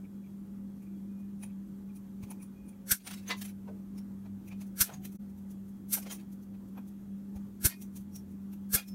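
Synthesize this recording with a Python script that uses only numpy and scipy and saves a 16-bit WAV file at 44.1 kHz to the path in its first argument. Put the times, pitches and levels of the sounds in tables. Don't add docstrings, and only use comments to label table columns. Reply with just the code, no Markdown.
import sys
import numpy as np
from scipy import signal
from scipy.fft import rfft, irfft, next_fast_len
from scipy.io import wavfile
from scipy.ndimage import uniform_filter1d

SR = 44100
rng = np.random.default_rng(int(sys.argv[2]) if len(sys.argv) > 2 else 0)


def transcribe(u):
    v = np.clip(np.atleast_2d(u).T, -1, 1)
    q = np.round(v * 32767).astype(np.int16)
    wavfile.write(sys.argv[1], SR, q)


def makeup_ratio(level_db):
    decades = np.asarray(level_db, float) / 20
    return 10 ** decades


N = 394254
SPAN = 16384
BAR_HZ = 2460

# start_s, level_db, pitch_hz, width_ms, gain_drop_db
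BENCH_THUMPS = [
    (2.238, -39.5, 105, 4.2, -2),
    (2.922, -33.5, 60.7, 2.3, 10.5),
    (4.814, -33, 65.6, 3.1, 7.5),
    (7.365, -42, 69.7, 6.3, -1.5),
    (7.657, -21, 67.7, 2.6, 5.5),
    (8.749, -25.5, 65.4, 1.73, 8),
]


def evened(x):
    return x / np.sqrt(np.mean(x ** 2) + 1e-30)


def read(points, hz):
    f, value = np.transpose(points)
    return np.interp(np.log(hz + 1), np.log(f + 1), value)


def add(mix, start_s, sound):
    first = round(start_s * SR) - len(sound) // 2
    part = mix[max(first, 0):first + len(sound)]
    part += sound[max(-first, 0):][:len(part)]


def wander(count, smooth):
    size = max(int(smooth), 1)
    noise = rng.standard_normal(count)
    return evened(uniform_filter1d(uniform_filter1d(noise, size), size))


def peak(hz, centre_hz, width_hz):
    return 1 / np.sqrt(1 + (2 * (hz - centre_hz) / width_hz) ** 2)


def band(hz, lo_hz, hi_hz):
    high_pass = 1 + (lo_hz / (hz + 1)) ** 6
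    low_pass = 1 + (hz / hi_hz) ** 6
    return evened(1 / np.sqrt(high_pass * low_pass))


def smeared(layers, width_ms, t60_s, skirt_db=-12, slope_ms=33.0, reach_ms=72.7, tail_db=-11, modes_db=-0.5,
            stripes_db=5.5):
    t = (np.arange(SPAN) - SPAN // 2) / SR
    t_ms = 1000 * t
    core = np.exp(-.5 * (t_ms / width_ms) ** 2)
    edge = np.cos(np.pi / 2 * np.clip(t_ms / reach_ms, -1, 1)) ** 1.9
    skirt = makeup_ratio(skirt_db) * np.exp(-abs(t_ms) / slope_ms) * edge
    end = np.clip(1.6 - t / 0.054, .15, 1) * np.clip((t[-1] - t) / .05, 0, 1)
    tail = (t > 0) * makeup_ratio(tail_db) * np.exp(-np.log(1000) * abs(t) / t60_s) * end

    modes = makeup_ratio(modes_db * wander(layers.shape[1], 26))
    scrambled = layers * modes * np.exp(2j * np.pi * rng.random(len(modes)))
    noise = irfft(scrambled)
    heard = np.sqrt(np.average(noise ** 2, axis=1, weights=core ** 2 + skirt ** 2))
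    wanted = np.sqrt(np.mean(layers ** 2, axis=1))
    gains = wanted / heard
    crackle = makeup_ratio(.6 * wander(SPAN, 70))
    stripes = evened(makeup_ratio(stripes_db * np.tanh(wander(len(modes), 18))))
    lines = irfft(gains @ scrambled * stripes)

    power = core ** 2 + skirt ** 2 + tail ** 2
    sharp = np.where(t < 0, core ** 2 / (power + 1e-30), 1)
    return (sharp * (gains @ noise) + (1 - sharp) * lines) * crackle * np.sqrt(power)


def contact(hz, treble_db, middle_db, low_db):
    # pitch_hz, level_db
    steel_spectrum = [(3500, -14), (5000, -13.5), (6000, -1), (8000, -7), (9700, -1), (11000, -2),
                      (13000, -2), (15700, 1)]
    light = np.clip((-51.5 - middle_db) / 13.0, 0, 1)
    steel = evened(makeup_ratio(read(steel_spectrum, hz)) * band(hz, 3200, 15700))
    handle = evened(band(hz, 1700, 4000) * (1 + 1.5 * light * peak(hz, 2460, 380) ** 2))
    hollow = evened(band(hz, 300, 1000) * (1 + 1.0 * light * peak(hz, 887, 200) ** 2))
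    return makeup_ratio([[treble_db], [middle_db], [low_db]]) * [steel, handle, hollow]


def hum():
    # start_s, pitch_hz, level_db
    motor_points = [(0, 195.8, -45.5), (1.4, 198.4, -43), (2.3, 196.2, -48), (3.7, 196.8, -43.5),
                    (5.17, 195, -45), (5.19, 196.9, -44.5), (8.1, 197.3, -44.5), (8.94, 197.4, -41.5)]
    # pitch_hz, level_db
    mate_tones = [(59.5, -70), (239, -64), (281, -73), (319, -69.5), (396, -75.5), (535, -79), (850, -84.5),
                  (3320, -92.5)]
    # start_s, length_s, pitch_hz, level_db
    load_events = [
        (3.103, 1.6, 100, -58.5),
        (5.192, 0.32, 86.84, -55),
        (7.875, 0.75, 87.9, -58),
    ]
    idle_hz, idle_db, load_ramp_s = 100, -64.5, .09
    t = np.arange(N) / SR
    point_s, point_hz, point_db = np.transpose(motor_points)
    motor = np.interp(t, point_s, point_hz), np.interp(t, point_s, point_db)

    load = [np.clip(np.minimum(t - start_s, start_s + length_s - t) / load_ramp_s, 0, 1)
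            for start_s, length_s, _, _ in load_events]
    _, _, load_hz, load_db = np.transpose(load_events)
    drone = idle_hz + (load_hz - idle_hz) @ np.sign(load), idle_db + (load_db - idle_db) @ load

    out = np.zeros(N)
    tones = [motor, drone] + mate_tones
    wavers_db = [1.5, 2.5] + [4.0] * len(mate_tones)
    for (hz, db), waver_db in zip(tones, wavers_db):
        turns = np.cumsum(hz + 1.5 * wander(N, 2600)) / SR
        level = np.sqrt(2) * makeup_ratio(db + waver_db * wander(N, 3100))
        out += level * np.sin(2 * np.pi * turns)
    return out


def air():
    # pitch_hz, level_db (per Hz)
    room_spectrum = [(20, -21), (60, -20.5), (125, -18), (200, -10.5), (330, -20), (450, -30.5),
                     (650, -36.5), (1200, -40), (2400, -50), (5000, -54.5), (6200, -52), (10400, -53),
                     (12500, -48), (15600, -53.5)]
    air_db = -67
    frames, hz = N // 512 + 5, np.fft.rfftfreq(2048, 1 / SR)
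    a, b, patches = rng.standard_normal((frames, 1025, 3)).T
    patches = evened(uniform_filter1d(uniform_filter1d(patches, 14, 0), 8, 1))
    shape = makeup_ratio(read(room_spectrum, hz))
    drift_db = 1.1 * patches + .45 * wander(frames, 3)
    z = (a + 1j * b) * shape[:, None] * makeup_ratio(drift_db)
    share = np.linalg.norm(shape) / np.linalg.norm(shape[hz > 400])
    noise = signal.istft(z, nperseg=2048, noverlap=1536)[1][:N]
    return makeup_ratio(air_db) * share * evened(noise)


def rings():
    # start_s, pitch_hz, level_db, t60_s
    struck_modes = [(1.43, 850, -57, 0.11), (.9, 2360, -82, .6), (1.619, 57, -65, 1.6),
                    (1.96, 9650, -61.5, .088), (2.307, 9740, -51, 0.045), (2.308, 12850, -60, 0.083),
                    (3.283, 6280, -41.5, 0.068), (3.305, 1027, -43.5, 0.18), (3.31, 2020, -36, .11),
                    (3.43, 10800, -65.5, .35), (3.68, 607, -58.5, 0.3), (3.69, 438, -53.5, 0.28),
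                    (4.89, 744, -54, 0.41), (5.975, 1544, -54, 0.082), (3.685, 1510, -60, 0.068),
                    (4.92, 143.8, -46.5, 0.61), (6.122, 9630, -46, 0.11), (6.775, 12560, -61.5, 0.095),
                    (7.7, 2150, -54, 0.2), (8.77, 2150, -55, .2), (8.875, 5290, -63, 1.3),
                    (8.88, 12700, -65, 0.23)]
    # start_s, level_db, t60_s
    bar_notes = [
        (.05, -80, .1),
        (1.09, -80, .5),
        (1.19, -77, 0.34),
        (2.4, -71, 0.26),
        (2.56, -76.5, 0.99),
        (4.519, -62, 0.13),
        (6.777, -62, .08),
        (7.71, -51.5, 0.21),
        (8.775, -42, 0.19),
    ]
    flutter_db = 3.5
    out, t = np.zeros(N), (np.arange(2 * SPAN) - SPAN) / SR
    start, end = .5 + .5 * np.tanh(t / 0.0068), np.clip((t[-1] - t) / .08, 0, 1)
    bar_modes = [(start_s, BAR_HZ, db, t60_s) for start_s, db, t60_s in bar_notes]
    for start_s, hz, db, t60_s in struck_modes + bar_modes:
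        level = makeup_ratio(db + 0.51 * flutter_db * wander(len(t), 320))
        decay = np.exp(-np.log(1000) * t.clip(0) / t60_s)
        blur = .22 * flutter_db * wander(len(t), 300)
        add(out, start_s, 2.0 * level * decay * start * end * np.sin(2 * np.pi * hz * t + blur))
    return out


def rubs():
    # start_s, level_db
    rub_grains = [(.052, -68), (.245, -72), (.27, -73), (.83, -72), (.875, -71), (1.44, -57), (1.505, -71),
                  (1.9, -71), (1.97, -76), (2.24, -65), (2.315, -63), (2.419, -68), (2.69, -78),
                  (2.735, -74), (4.48, -68), (4.52, -58)]
    hz = np.fft.rfftfreq(SPAN, 1 / SR)
    resonance = evened(peak(hz, 2420, 330) ** 2)[None]
    out = np.zeros(N)
    for start_s, db in rub_grains:
        add(out, start_s, smeared(makeup_ratio(db) * resonance, 8.3, .08, modes_db=3.0))
    return out


def ticks():
    # start_s, steel_db, body_db (handle and pipe over steel), ring_hz
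    jaw_clicks = [
        (1.436, -54, -6, 9700),
        (2.315, -55, -11.5, 865),
        (2.43, -58, -14, 9800),
        (2.691, -64.5, -13, 9550),
        (3.985, -60, -7.5, 5430),
        (4.942, -52.5, -2.5, 6620),
        (8.162, -49, -22.5, 5560),
        (8.534, -63, -5.5, 12200),
    ]
    # start_s, treble_db, body_db (middle over treble), ring_hz
    tail_bounces = [
        (3.075, -42.5, -0.5, 8970),
        (3.114, -48.5, -2, 1400),
        (3.456, -49.5, -6, 11100),
        (4.483, -58, -12, 2210),
        (5.055, -49.5, -7, 12180),
        (6.031, -53, -8.5, 5170),
        (8.886, -51, -14.5, 5400),
    ]
    # start_s, pipe_db, handle_db (over pipe), steel_db (over pipe)
    pipe_knocks = [(2.237, -63, -2.5, 4.5), (3.312, -43, 8.5, -16.5), (3.687, -53, -19, -24.5),
                   (4.262, -61, -11, -19.5), (4.525, -60, -2.5, -8.5), (4.618, -62, -0.5, 6),
                   (4.897, -41, -15, -12.5), (4.925, -50.5, -10, -11.5), (6.548, -72, -2.5, -7),
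                   (5.98, -48.5, -7.5, -5.5), (6.071, -52, -4, -6.5), (6.127, -52.5, -6, 10.5),
                   (6.781, -51.5, -18, -24), (7.366, -58.5, -15, -4)]
    # start_s, level_db
    steel_touches = [(0.829, -69), (1.202, -71.5), (1.965, -60.5), (4.674, -66), (5.128, -61),
                     (5.158, -62.5), (5.3, -72), (5.385, -68.5), (5.514, -60), (5.69, -68.5), (6.33, -63.5),
                     (6.433, -67), (6.688, -71), (6.884, -63.5), (7.824, -49.5), (7.969, -51), (8.012, -65),
                     (8.315, -70.5)]
    jaw_ring_db, bounce_ring_db = 23, 18
    jaw_pipe_db, bounce_pipe_db = 0, -8.5
    touch_body_db = -18.5

    # start_s, three layer levels in dB, ring_hz, ring_db, width_ms
    clicks = [(s, db, db + body, db + body + jaw_pipe_db, f, jaw_ring_db, 6.3) for s, db, body, f in jaw_clicks]
    clicks += [(s, db, db + body, db + body + bounce_pipe_db, f, bounce_ring_db, 6.1)
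               for s, db, body, f in tail_bounces]
    clicks += [(s, db + steel, db + body, db, BAR_HZ, -30, 7.5) for s, db, body, steel in pipe_knocks]
    clicks += [(s, db, db + touch_body_db, db + touch_body_db, 12500, 3, 8.0) for s, db in steel_touches]

    out, hz = np.zeros(N), np.fft.rfftfreq(SPAN, 1 / SR)
    for start_s, *levels_db, ring_hz, ring_db, width_ms in clicks:
        ringing = makeup_ratio(ring_db - 8.0) * peak(hz, ring_hz, 120 + 0.035 * ring_hz) ** 2
        layers = contact(hz, *levels_db) * (1 + ringing)
        add(out, start_s, smeared(layers, width_ms, 0.24, skirt_db=-7.5, slope_ms=34.0, tail_db=-11, modes_db=2.5))
    return out


def thumps():
    wood_db = -18
    out, t, bins_hz = np.zeros(N), (np.arange(SPAN) - SPAN // 2) / SR, np.fft.rfftfreq(SPAN, 1 / SR)
    for start_s, db, hz, width_ms, _ in BENCH_THUMPS:
        shape = np.exp(-np.hypot(1000 * t, .8) / width_ms)
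        add(out, start_s, 2.3 * makeup_ratio(db) * np.cos(2 * np.pi * hz * t + .6) * shape)
        wood = makeup_ratio(db + wood_db) * band(bins_hz, 120, 380)[None]
        add(out, start_s, smeared(wood, 11.0, .1, modes_db=-1.5))
    return out


def snips():
    # start_s, treble_db, air_db, bright_db (per octave), width_ms
    cut_events = [
        (2.919, -20.5, -35.5, 1.2, 5.7),
        (4.815, -19.5, -38.5, 1, 7),
        (5.937, -25.5, -57.5, 4.5, 8),
        (5.951, -31, -54.5, 3, 4.5),
        (7.659, -21, -40.5, 2.3, 9),
        (8.749, -22.5, -38.5, 3.5, 11),
    ]
    # pitch_hz, level_db (per Hz)
    snap_spectrum = [(1760, -51), (3000, -34), (4300, -7.5), (4930, -10), (5860, -1), (6640, -7.5),
                     (9500, -1), (10300, -4.5), (12300, 1), (15600, -10.5)]
    # pitch_hz, width_hz, level_db
    wall_modes = [(1380, 65, -0.5), (2150, 55, 2), (2680, 430, -9), (3460, 440, -4.5)]
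    # pitch_hz, width_hz
    column_mode = (1600, 230)
    wall_db, wall_per_bright = -15, -1.1
    out, hz = np.zeros(N), np.fft.rfftfreq(SPAN, 1 / SR)
    snap = makeup_ratio(read(snap_spectrum, hz)) * band(hz, 2500, 17500)
    wall = evened(sum(makeup_ratio(db) * peak(hz, f, w) for f, w, db in wall_modes) * band(hz, 1100, 5000))
    column = evened(peak(hz, *column_mode) ** 2)[None]
    for start_s, treble_db, air_db, bright_db, width_ms in cut_events:
        pipe_db = treble_db + wall_db + wall_per_bright * bright_db
        tilted = evened(snap * makeup_ratio(bright_db * np.log2((hz + 1) / 9000)))
        bench = makeup_ratio(pipe_db - 14) * band(hz, 450, 1700)
        layers = np.array([makeup_ratio(treble_db) * tilted, makeup_ratio(pipe_db) * wall, bench])
        add(out, start_s, smeared(layers, width_ms, 0.44, stripes_db=6.0))
        add(out, start_s, smeared(makeup_ratio(air_db) * column, 9.0, 0.16, skirt_db=-14, tail_db=-0.5, modes_db=2.4,
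                                  slope_ms=73.0, stripes_db=3.0))
    return out


def scuffs():
    # start_s, treble_db, body_db (middle over treble), width_ms
    scrape_events = [(3.01, -65.5, 7, 13), (3.139, -49.5, -1.5, 7), (3.422, -43.5, -6.5, 6.5),
                     (3.18, -60, -1, 20), (3.235, -68.5, -2, 16), (3.295, -48.5, -13, 13),
                     (3.325, -65, 23, 6.8), (3.385, -54.5, -10, 12), (3.493, -58.5, -5, 15),
                     (4.87, -51.5, 2, 14), (6.112, -48.5, 1, 8), (6.15, -56, -9, 16), (6.2, -66, 0, 17),
                     (7.718, -59.5, 11.5, 19), (8.785, -45.5, 8.5, 17), (8.828, -61.5, 7.5, 10.5)]
    pipe_db = -11
    out, hz = np.zeros(N), np.fft.rfftfreq(SPAN, 1 / SR)
    for start_s, db, body_db, width_ms in scrape_events:
        layers = contact(hz, db, db + body_db, db + body_db + pipe_db)
        add(out, start_s, smeared(layers, width_ms, 0.063, skirt_db=-10.5, slope_ms=50.0, modes_db=5.0))
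    return out


def scene():
    return (hum() + air() + rings() + rubs() + ticks() + thumps() + snips() + scuffs())[None]


def band_limit(x):
    return signal.sosfilt(signal.butter(12, 15770, fs=SR, output="sos"), x)


def record(dry):
    change_s, change_half_s = 5.18, .02
    edge_hz = 15760
    t, drop_db = np.arange(N) / SR, np.zeros(N)
    for start_s, *_, db in BENCH_THUMPS:
        after = t - start_s - .012
        fall = np.clip(after / 0.03, 0, 1)
        recovery = np.clip(1 - (after - .06) / 0.13, 0, 1)
        drop_db += db * fall * recovery
    dip = np.clip(abs(t - change_s) / change_half_s - .2, .03, 1)
    size = next_fast_len(N)
    hz = np.fft.rfftfreq(size, 1 / SR)
    mic = (hz < edge_hz) / np.sqrt(1 + (38 / (hz + 1)) ** 4)
    heard = irfft(rfft(dry * makeup_ratio(-drop_db) * dip, size) * mic, size)[:, :N]
    return band_limit(heard)


dry = scene()
out = record(dry)
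transcribe(out)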